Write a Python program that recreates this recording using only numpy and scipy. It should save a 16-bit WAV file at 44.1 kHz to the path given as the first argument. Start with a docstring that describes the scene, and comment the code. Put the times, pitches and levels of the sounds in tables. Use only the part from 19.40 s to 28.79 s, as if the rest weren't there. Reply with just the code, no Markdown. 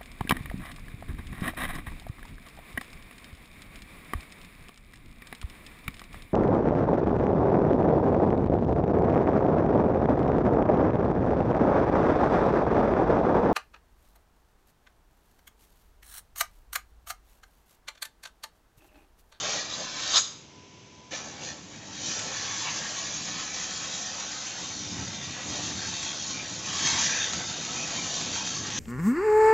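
"""A buzzing sizzle, spiked with pops, over a low flutter: a hand-held laser burns rust off steel beams.
The laser sweeps to and fro 74 times a second, so the tiny bursts of rust throb and a hollow drone rings
between the beams. The vapour plume rushes and flutters, flakes crack off, and the air jet whistles on
the steel edges. The trigger is let go for a second, leaving the chiller's fan and pump and the purge air.
Heard in mono in a large workshop."""
import sys
import numpy as np
from scipy import signal
from scipy.fft import rfft, irfft, next_fast_len
from scipy.io import wavfile
from scipy.ndimage import uniform_filter1d

SR = 44100
rng = np.random.default_rng(int(sys.argv[2]) if len(sys.argv) > 2 else 0)


def wav_out(sig):
    """Save sig, one row per channel (or a flat mono array), as 16-bit PCM at SR to the path in sys.argv[1]."""
    wavfile.write(sys.argv[1], SR, np.round(np.clip(np.atleast_2d(sig).T, -1, 1) * 32767).astype(np.int16))


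N = 414099
TIME = np.arange(N) / SR
SWEEP_HZ, USUAL_BURN_DB = 73.68, -36

# how hard the rust burns in each trigger pull, upper then lower beam: (time [s], hiss level [dB])
PULLS = [
    [(0, -35.5), (.07, -32), (.19, -33.5), (.28, -41), (.33, -35.5), (.46, -36.5), (.53, -40), (.57, -34.5),
     (.69, -30.5), (.776, -25)],
    [(1.72, -40), (1.76, -36.5), (1.82, -43.5), (1.98, -48), (2.04, -38.5), (2.09, -38), (2.14, -47.5),
     (2.26, -51.5), (2.5, -45), (2.64, -35.5), (3.25, -34), (3.7, -37), (4.3, -36), (5.97, -39.5),
     (6.14, -35.5), (6.65, -35.5), (6.76, -36), (7.2, -39), (7.46, -27.5), (7.67, -27.5), (7.79, -33),
     (8.09, -37), (8.44, -33.5), (9.16, -34), (9.22, -38.5), (9.39, -34)],
]


def from_db(db):
    """Decibels to gain."""
    return 10 ** (np.asarray(db) / 20)


def rms_one(x):
    """Scale to unit power."""
    return x / np.sqrt(np.mean(x ** 2) + 1e-20)


def in_time(rows):
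    """Each column of an envelope table at every sample."""
    times, *columns = np.transpose(rows)
    return [np.interp(TIME, times, column) for column in columns]


def coloured(x, points):
    """Equalise along a curve of (frequency [Hz], gain [dB]); unit power."""
    hz, db = np.transpose(points)
    size = next_fast_len(N)
    bins = np.maximum(np.fft.rfftfreq(size, 1 / SR), 1)
    gain = from_db(np.interp(np.log(bins), np.log(hz), db))
    return rms_one(irfft(rfft(x, size) * gain, size)[:N])


def drift(rate_hz):
    """A slow random wander of unit power."""
    knots = rng.standard_normal(int(N / SR * 2 * rate_hz) + 2)
    return rms_one(np.interp(TIME * 2 * rate_hz, np.arange(len(knots)), knots))


def tones(lines, waver_hz, flicker_db):
    """Sines at (frequency [Hz], level [dB]), each slightly unsteady in pitch and level."""
    out = np.zeros(N)
    for hz, db in lines:
        gain = from_db(db + flicker_db * drift(8))
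        phase = 2 * np.pi * np.cumsum(hz + waver_hz * drift(20)) / SR
        out += gain * np.sin(phase)
    return np.sqrt(2) * out


def resonate(x, hz, width_hz):
    """A two-pole resonance."""
    r = np.exp(-np.pi * width_hz / SR)
    return signal.lfilter([1 - r, 0, r - 1], [1, -2 * r * np.cos(2 * np.pi * hz / SR), r * r], x)


def firing(pull, rise_s=0.015, fall_s=0.035):
    """A gate, open while the laser is on; the burning starts and stops within milliseconds."""
    start, end = pull[0][0], pull[-1][0]
    return np.clip(1 + np.minimum((TIME - start) / rise_s, (end - TIME) / fall_s), 0, 1)


def burning(uneven_db, uneven_hz):
    """Burn in dB above the usual; the rust lies a little unevenly."""
    burn_db, = in_time([row for pull in PULLS for row in pull])
    return burn_db - USUAL_BURN_DB + uneven_db * drift(uneven_hz)


def sweep_beat():
    """The laser throbs once a sweep and buzzes at the turning points; both as swings in dB."""
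    # depth of the sweep's beat, scaled by each layer: (time [s], throb [dB], buzz [dB])
    depths = [(0, 0.8, 2.4), (.78, 1, -1.5), (1.72, 2.2, 2), (3.0, 0.3, -0.5), (4.5, -1.7, 1.4),
              (5.0, -0.5, 0), (5.9, -2.3, -0.5), (6.4, 1.5, 0), (7.5, 1.2, -1), (9.39, 1, 0.4)]
    # harmonics that sharpen the buzz: (multiple of the sweep rate, strength)
    edges = [(2, 1), (3, .6), (4, .5)]
    throb_db, buzz_db = in_time(depths)
    phase = 2 * np.pi * SWEEP_HZ * TIME
    return throb_db * np.cos(phase), buzz_db * sum(strength * np.cos(k * phase) for k, strength in edges)


def swells_and_lulls():
    """The rush and the rasp swell or dip in smooth arches; both in dB."""
    # swells and lulls of the plume: (centre time [s], length [s], rush change [dB], rasp change [dB])
    arches = [(0.125, 0.37, 10, 2), (0.403, 0.13, 8.5, 2), (0.68, .09, 5.5, -0.5), (0.775, 0.078, 9.5, 1),
              (1.734, 0.045, 12.5, 3), (1.877, 0.24, 7, 3.5), (2.104, 0.32, 7.5, 0.5), (2.338, 0.074, 4, 4),
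              (2.64, 0.16, 3.5, -5), (2.842, 0.29, 8, 0.5), (3.285, 0.092, 1.5, 7), (3.44, 0.22, 5.5, 1.5),
              (6.17, 0.11, 9.5, 0.5), (6.658, 0.61, 0, -2), (7.445, 0.47, -0.5, 3), (7.932, 0.29, 5, 2.5),
              (8.608, 0.85, 6, 0)]
    swing_db = np.zeros((2, N))
    for centre, length, rush_db, rasp_db in arches:
        near = np.abs(TIME - centre) < length / 2
        arch = np.cos(np.pi * (TIME[near] - centre) / length)
        swing_db[:, near] += np.outer([rush_db, rasp_db], arch)
    return swing_db


def grains(per_s, spread_db):
    """Tiny bursts of uneven size at random moments."""
    sizes = from_db(spread_db * np.minimum(rng.exponential(1, N), 4)) * rng.choice([-1, 1], N)
    return rms_one(sizes * (rng.random(N) < per_s / SR))


def swept(bursts, memory):
    """Every sweep meets much the same specks as the one before, so the pattern of bursts recurs."""
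    sweep = (TIME * SWEEP_HZ).astype(int)
    starts = np.searchsorted(sweep, np.arange(sweep[-1] + 1))
    place = np.arange(N) - starts[sweep]
    specks = np.zeros((len(starts), place.max() + 1))  # one row a sweep
    specks[sweep, place] = bursts
    return rms_one(signal.lfilter([1], [1, -memory], specks, axis=0)[sweep, place])


def ablation(retrace, beat, per_s, spread_db, throb, buzz, flicker_db):
    """Rust bursts off in recurring and fresh grains, pulsing with the beat of the sweep."""
    recurring = swept(grains(per_s, spread_db), memory=0.82)
    bursts = np.sqrt(retrace) * recurring + np.sqrt(1 - retrace) * grains(per_s, spread_db)
    throb_db, buzz_db = beat
    return bursts * from_db(throb * throb_db + buzz * buzz_db + flicker_db * drift(16))


def sputter(x, patchy_db, size=512):
    """The colour flickers in patches a few hundred hertz wide and some tens of milliseconds long."""
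    frames = signal.stft(x, nperseg=size)[2]
    patches = uniform_filter1d(rng.standard_normal(frames.shape), size=3, axis=0)  # across frequency
    patches = rms_one(uniform_filter1d(patches, size=13, axis=1))  # along time
    return rms_one(signal.istft(frames * from_db(patchy_db * patches), nperseg=size)[1][:N])


def between_beams(x):
    """The gap colours the sound; wavering reflections off the steel shift the colour as the spot moves."""
    # resonances and hollows of the gap between the beams: (frequency [Hz], width [Hz], gain [dB])
    gap = [(640, 78, -5), (950, 97, -4), (1080, 110, 0.5), (1207, 110, -4), (1414, 130, -3),
           (1640, 900, 1.5), (2090, 160, -5.5), (2400, 180, 2.1), (2860, 200, 0.5), (3220, 240, 3),
           (3750, 150, 2.5), (4010, 140, -3.5)]
    size = next_fast_len(N)
    bins = np.fft.rfftfreq(size, 1 / SR)
    gain_db = sum(db * np.exp(-np.log(16) * ((bins - hz) / width_hz) ** 2) for hz, width_hz, db in gap)
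    x = irfft(rfft(x, size) * from_db(gain_db), size)[:N]
    for delay_s, sway_s, echo_db in [(.0016, 0.00014, -13.5), (.0042, 0.00029, -10)]:
        x = x + from_db(echo_db) * np.interp(TIME - delay_s - sway_s * drift(1.0), TIME, x)
    return rms_one(x)


def sizzle(burn_db, swing_db, retrace, beat, split_hz):
    """Fine bursts of rust hiss; a coarser rasp below follows the burn, with its own swells and dips."""
    # colour of the sizzle in each pull, upper then lower beam: (frequency [Hz], gain [dB])
    colours = [
        [(500, -15.5), (1200, 3), (1700, -2), (2900, -3.5), (3700, 2.5), (4600, 0.5), (5400, -0.5), (5950, 1),
         (6600, 3.5), (7150, -6), (7450, -7), (7800, -31)],
        [(500, -21.5), (900, -2.5), (1450, -6.5), (1900, -4.5), (2850, -5.5), (4000, -2.5), (5500, -3.5),
         (5750, 2), (6500, 1.5), (7200, -4), (7550, -12.5), (7800, -25)],
    ]
    hiss_db = USUAL_BURN_DB + burn_db
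    rasp_db = -42.5 + 0.9 * burn_db + swing_db + 0.95 * drift(9)
    fine = ablation(0.29 * retrace, beat, per_s=16000, spread_db=2, throb=0.83, buzz=0.25, flicker_db=1)
    coarse = ablation(retrace, beat, per_s=4500, spread_db=1.5, throb=0.56, buzz=1.1, flicker_db=0.68)
    fine = between_beams(sputter(fine, patchy_db=2.1))
    coarse = between_beams(sputter(coarse, patchy_db=2.5))
    high_pass = signal.butter(6, split_hz, "high", fs=SR, output="sos")
    low_pass = signal.butter(6, split_hz, fs=SR, output="sos")
    out = np.zeros(N)
    for pull, colour in zip(PULLS, colours):
        hiss = rms_one(signal.sosfilt(high_pass, coloured(fine, colour)))
        rasp = rms_one(signal.sosfilt(low_pass, coloured(coarse, colour)))
        out += firing(pull) * (from_db(hiss_db) * hiss + from_db(rasp_db) * rasp)
    return out


def plume(burn_db, swing_db, retrace, beat):
    """Hot vapour rushes off the steel and burns with a low, lumpy flutter."""
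    # colours of the vapour's rush and the flame's flutter: (frequency [Hz], gain [dB])
    rush_colour = [(200, -16.5), (380, -1.5), (520, 6), (780, 4), (1050, -9.5), (1700, -27.5)]
    flutter_colour = [(20, -27), (50, -17), (90, 0.5), (122, 0), (155, 2.5), (205, 1.4), (255, -1),
                      (305, -1.5), (420, -13.5), (900, -27.5)]
    # envelope of the flutter: (time [s], level [dB])
    flutter_envelope = [(0, -51), (.78, -56.5), (1.72, -51.5), (2.14, -48), (2.29, -55), (2.65, -45),
                        (3.0, -49), (3.3, -51), (3.97, -46.5), (4.1, -53), (4.35, -50), (4.75, -55),
                        (5.15, -51), (5.48, -42.5), (5.8, -43), (5.97, -49), (6.14, -40), (6.42, -41.5),
                        (6.62, -45.5), (7.4, -44.5), (7.57, -38.5), (7.75, -45.5), (8.1, -45), (8.6, -43.5),
                        (8.85, -42), (9.05, -44), (9.39, -40.5)]
    flutter_db, = in_time(flutter_envelope)
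    rush_db = -52.5 + 0.51 * burn_db + swing_db
    vapour = ablation(0.86 * retrace, beat, per_s=3000, spread_db=3, throb=0.7, buzz=0.65, flicker_db=2.3)
    flame = ablation(0.3 * retrace, beat, per_s=3000, spread_db=0.5, throb=0.4, buzz=0.3, flicker_db=2.04)
    rush = from_db(rush_db) * coloured(vapour, rush_colour)
    flutter = from_db(flutter_db) * coloured(flame, flutter_colour)
    return rush + flutter


def drone():
    """Overtones of the sweep ring between the beams as a hollow drone, each wavering on its own."""
    # overtones that ring out: (multiple of the sweep rate, relative level [dB])
    overtones = [(7, -0.5), (10, 0.5), (11, -0.5), (12, 0.5), (15, -2), (18, -1), (20, 1), (21, -4),
                 (23, 1.5), (24, -4), (26, -1.5), (34, -3), (36, -4)]
    # envelope of the drone: (time [s], level [dB])
    envelope = [(0, -66), (.78, -67), (1.72, -63), (2.45, -78), (2.8, -58), (3.3, -65), (3.7, -64),
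                (4.5, -62), (5.4, -69), (9.39, -62)]
    drone_db, = in_time(envelope)
    lines = [(k * SWEEP_HZ, db) for k, db in overtones]
    return from_db(drone_db) * tones(lines, waver_hz=3.99, flicker_db=3.5)


def chiller():
    """A bed of fan noise and purge air, with fan tones and the swelling whine of the pump."""
    # colour of the fan noise and purge air: (frequency [Hz], gain [dB])
    air_colour = [(25, -30.5), (60, -10), (95, -2), (300, -5.5), (430, -9), (750, -14.5), (1020, -14.5),
                  (1180, -20), (1450, -20.5), (1900, -20.5), (2150, -15), (3400, -15.5), (4400, -20),
                  (6200, -14.5), (7800, -31)]
    # fan tones: (frequency [Hz], level [dB])
    fan_tones = [(156, -68), (226, -68.5), (325, -75.5), (400, -68.5), (899, -71), (5965, -82.5)]
    # envelope of the pump's whine: (time [s], level [dB])
    whine_envelope = [(.9, -68.5), (1.15, -68), (1.27, -63), (1.41, -68), (1.58, -63), (1.75, -64),
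                      (3, -73)]
    whine_db, = in_time(whine_envelope)
    whine = tones([(998, whine_db)], waver_hz=3.0, flicker_db=2.5)
    air = from_db(-51.5) * coloured(rng.standard_normal(N), air_colour)
    return air + tones(fan_tones, waver_hz=2.65, flicker_db=2.2) + whine


def supply_hum():
    """The power supply hums under load."""
    # mains harmonics: (frequency [Hz], level [dB])
    harmonics = [(100, -67.5), (200, -62.5), (300, -61)]
    return tones(harmonics, waver_hz=1.0, flicker_db=2.5)


def workshop(x, build_s, t60_s, places=9):
    """Dense reflections die away; their pattern changes gradually as the spot and the listener move."""
    age, out = TIME[:SR], np.zeros(N + SR)
    envelope = from_db(-60 * age / t60_s) * np.minimum(age / build_s, 1)
    journey = np.linspace(0, places - 1, N)
    for place in range(places):
        tail = rng.standard_normal(SR) * envelope
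        near = np.flatnonzero(np.abs(journey - place) < 1)
        crossfade = np.sqrt(1 - np.abs(journey[near] - place))
        echoes = signal.fftconvolve(x[near] * crossfade, tail / np.linalg.norm(tail))
        out[near[0]:near[0] + len(echoes)] += echoes
    return out[:N]


def pops(crack_s, spit_s, spit_db, level_db):
    """A flake comes off with a sharp, bright crack and a short spit of sparks."""
    # flakes of scale that burst loudly: (time [s], relative level [dB])
    flakes = [(0.1058, -24), (0.162, -27), (0.328, -34), (0.6, -23), (.6335, -23), (0.6764, -24),
              (0.721, -21), (0.7413, -17), (0.758, -26), (0.7687, -11.5), (0.779, -11.5), (2.793, -19),
              (3.145, -27), (6.629, -21.5), (7.335, -23), (7.39, -21.5), (7.472, -14), (7.636, -20),
              (7.6585, -25), (7.8647, -26), (7.934, -17), (8.476, -21), (8.6392, -29), (8.8134, -22),
              (8.961, -20), (9.074, -23), (9.303, -21)]
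    out, age = np.zeros(N), TIME[:SR // 20]
    envelope = np.exp(-age / crack_s) + from_db(spit_db) * np.exp(-age / spit_s)
    for start, db in flakes:
        at = int(start * SR)
        out[at:at + len(age)] += from_db(db + level_db) * envelope * rng.standard_normal(len(age))
    return signal.sosfilt(signal.butter(2, 1300, "high", fs=SR, output="sos"), out + 1e-18)


def whistles(flicker_db):
    """Turbulence in a narrow resonance swells and fades, chopped by each sweep of the laser."""
    # the air jet singing on the steel edges:
    # (centre time [s], length [s], pitch [Hz], width [Hz], level [dB], pulsing [dB])
    notes = [(0.328, 0.17, 3900, 261, -42.5, 10), (0.759, .07, 3770, 704, -24.5, 1),
             (0.77, 0.053, 5100, 690, -29, 5), (0.76, 0.092, 1230, 480, -35, 3),
             (0.791, 0.076, 6600, 900, -28, 0), (3.26, .13, 970, 350, -41.5, 3),
             (3.201, 0.83, 1730, 260, -50, -2), (4.0, 2.6, 4070, 200, -50.5, 3),
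             (4.65, .12, 727, 109, -47.5, -2), (4.78, .1, 900, 260, -46, 0),
             (6.101, 2.5, 3675, 189, -50, -3), (6.42, .16, 1610, 160, -46, -1),
             (6.422, 0.21, 4400, 280, -44, 3), (6.689, 0.37, 3300, 177, -43.5, 9),
             (6.976, 0.14, 2380, 152, -43.5, -4), (7.387, 0.26, 3220, 322, -41, -2),
             (7.483, 0.28, 1790, 384, -42, 3), (7.655, 0.065, 1840, 300, -37.5, 2),
             (7.759, 0.38, 1730, 340, -39, 4), (7.848, 0.13, 3630, 120, -35, 5),
             (8.151, 0.67, 3675, 110, -45, 3), (8.802, .8, 3680, 129, -46, 3),
             (8.402, 0.14, 2480, 200, -40.5, 1), (8.98, 0.45, 3200, 150, -45, -2)]
    out = np.zeros(N)
    for centre, length, hz, width_hz, db, pulsing_db in notes:
        near = np.abs(TIME - centre) < length / 2
        turbulence = rng.standard_normal(4 * SR)
        tone = resonate(resonate(turbulence, hz, width_hz), hz, width_hz)[-near.sum():]
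        chop = from_db(pulsing_db * np.cos(2 * np.pi * SWEEP_HZ * TIME[near]))
        arch = np.cos(np.pi * (TIME[near] - centre) / length)
        out[near] += from_db(db) * arch * rms_one(tone * chop)
    return out * from_db(flicker_db * drift(25))


def scene():
    """The burning spot and its reverb sound over the running machine."""
    # how steadily the laser retraces its line, scaled by each layer: (time [s], repeating share [0-1])
    steadiness = [(0, 0.26), (1.75, 0.4), (2.3, .6), (3.0, 0.26), (4.3, 0.2), (5.3, 0.13), (7.7, 0.11),
                  (9.39, 0.05)]
    retrace, = in_time(steadiness)
    beat = sweep_beat()
    burn_db = burning(uneven_db=0.33, uneven_hz=7.3)
    rush_swing_db, rasp_swing_db = swells_and_lulls()
    laser_on = sum(firing(pull) for pull in PULLS)
    spot = sizzle(burn_db, rasp_swing_db, retrace, beat, split_hz=3020)
    spot += laser_on * plume(burn_db, rush_swing_db, retrace, beat)
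    spot += whistles(flicker_db=1.7)
    spot += pops(crack_s=0.0014, spit_s=0.01, spit_db=-13.5, level_db=-1.5)
    machine = chiller() + laser_on * supply_hum()
    reverb = from_db(-8.5) * workshop(spot, build_s=0.0022, t60_s=0.5)
    mono = spot + reverb + laser_on * drone() + machine
    return np.stack([mono, mono])


def record(dry):
    """A steep low-pass cuts the top above 7750 Hz."""
    return signal.sosfilt(signal.ellip(10, .2, 70, 7750, fs=SR, output="sos"), dry)


dry = scene()
out = record(dry)
wav_out(out)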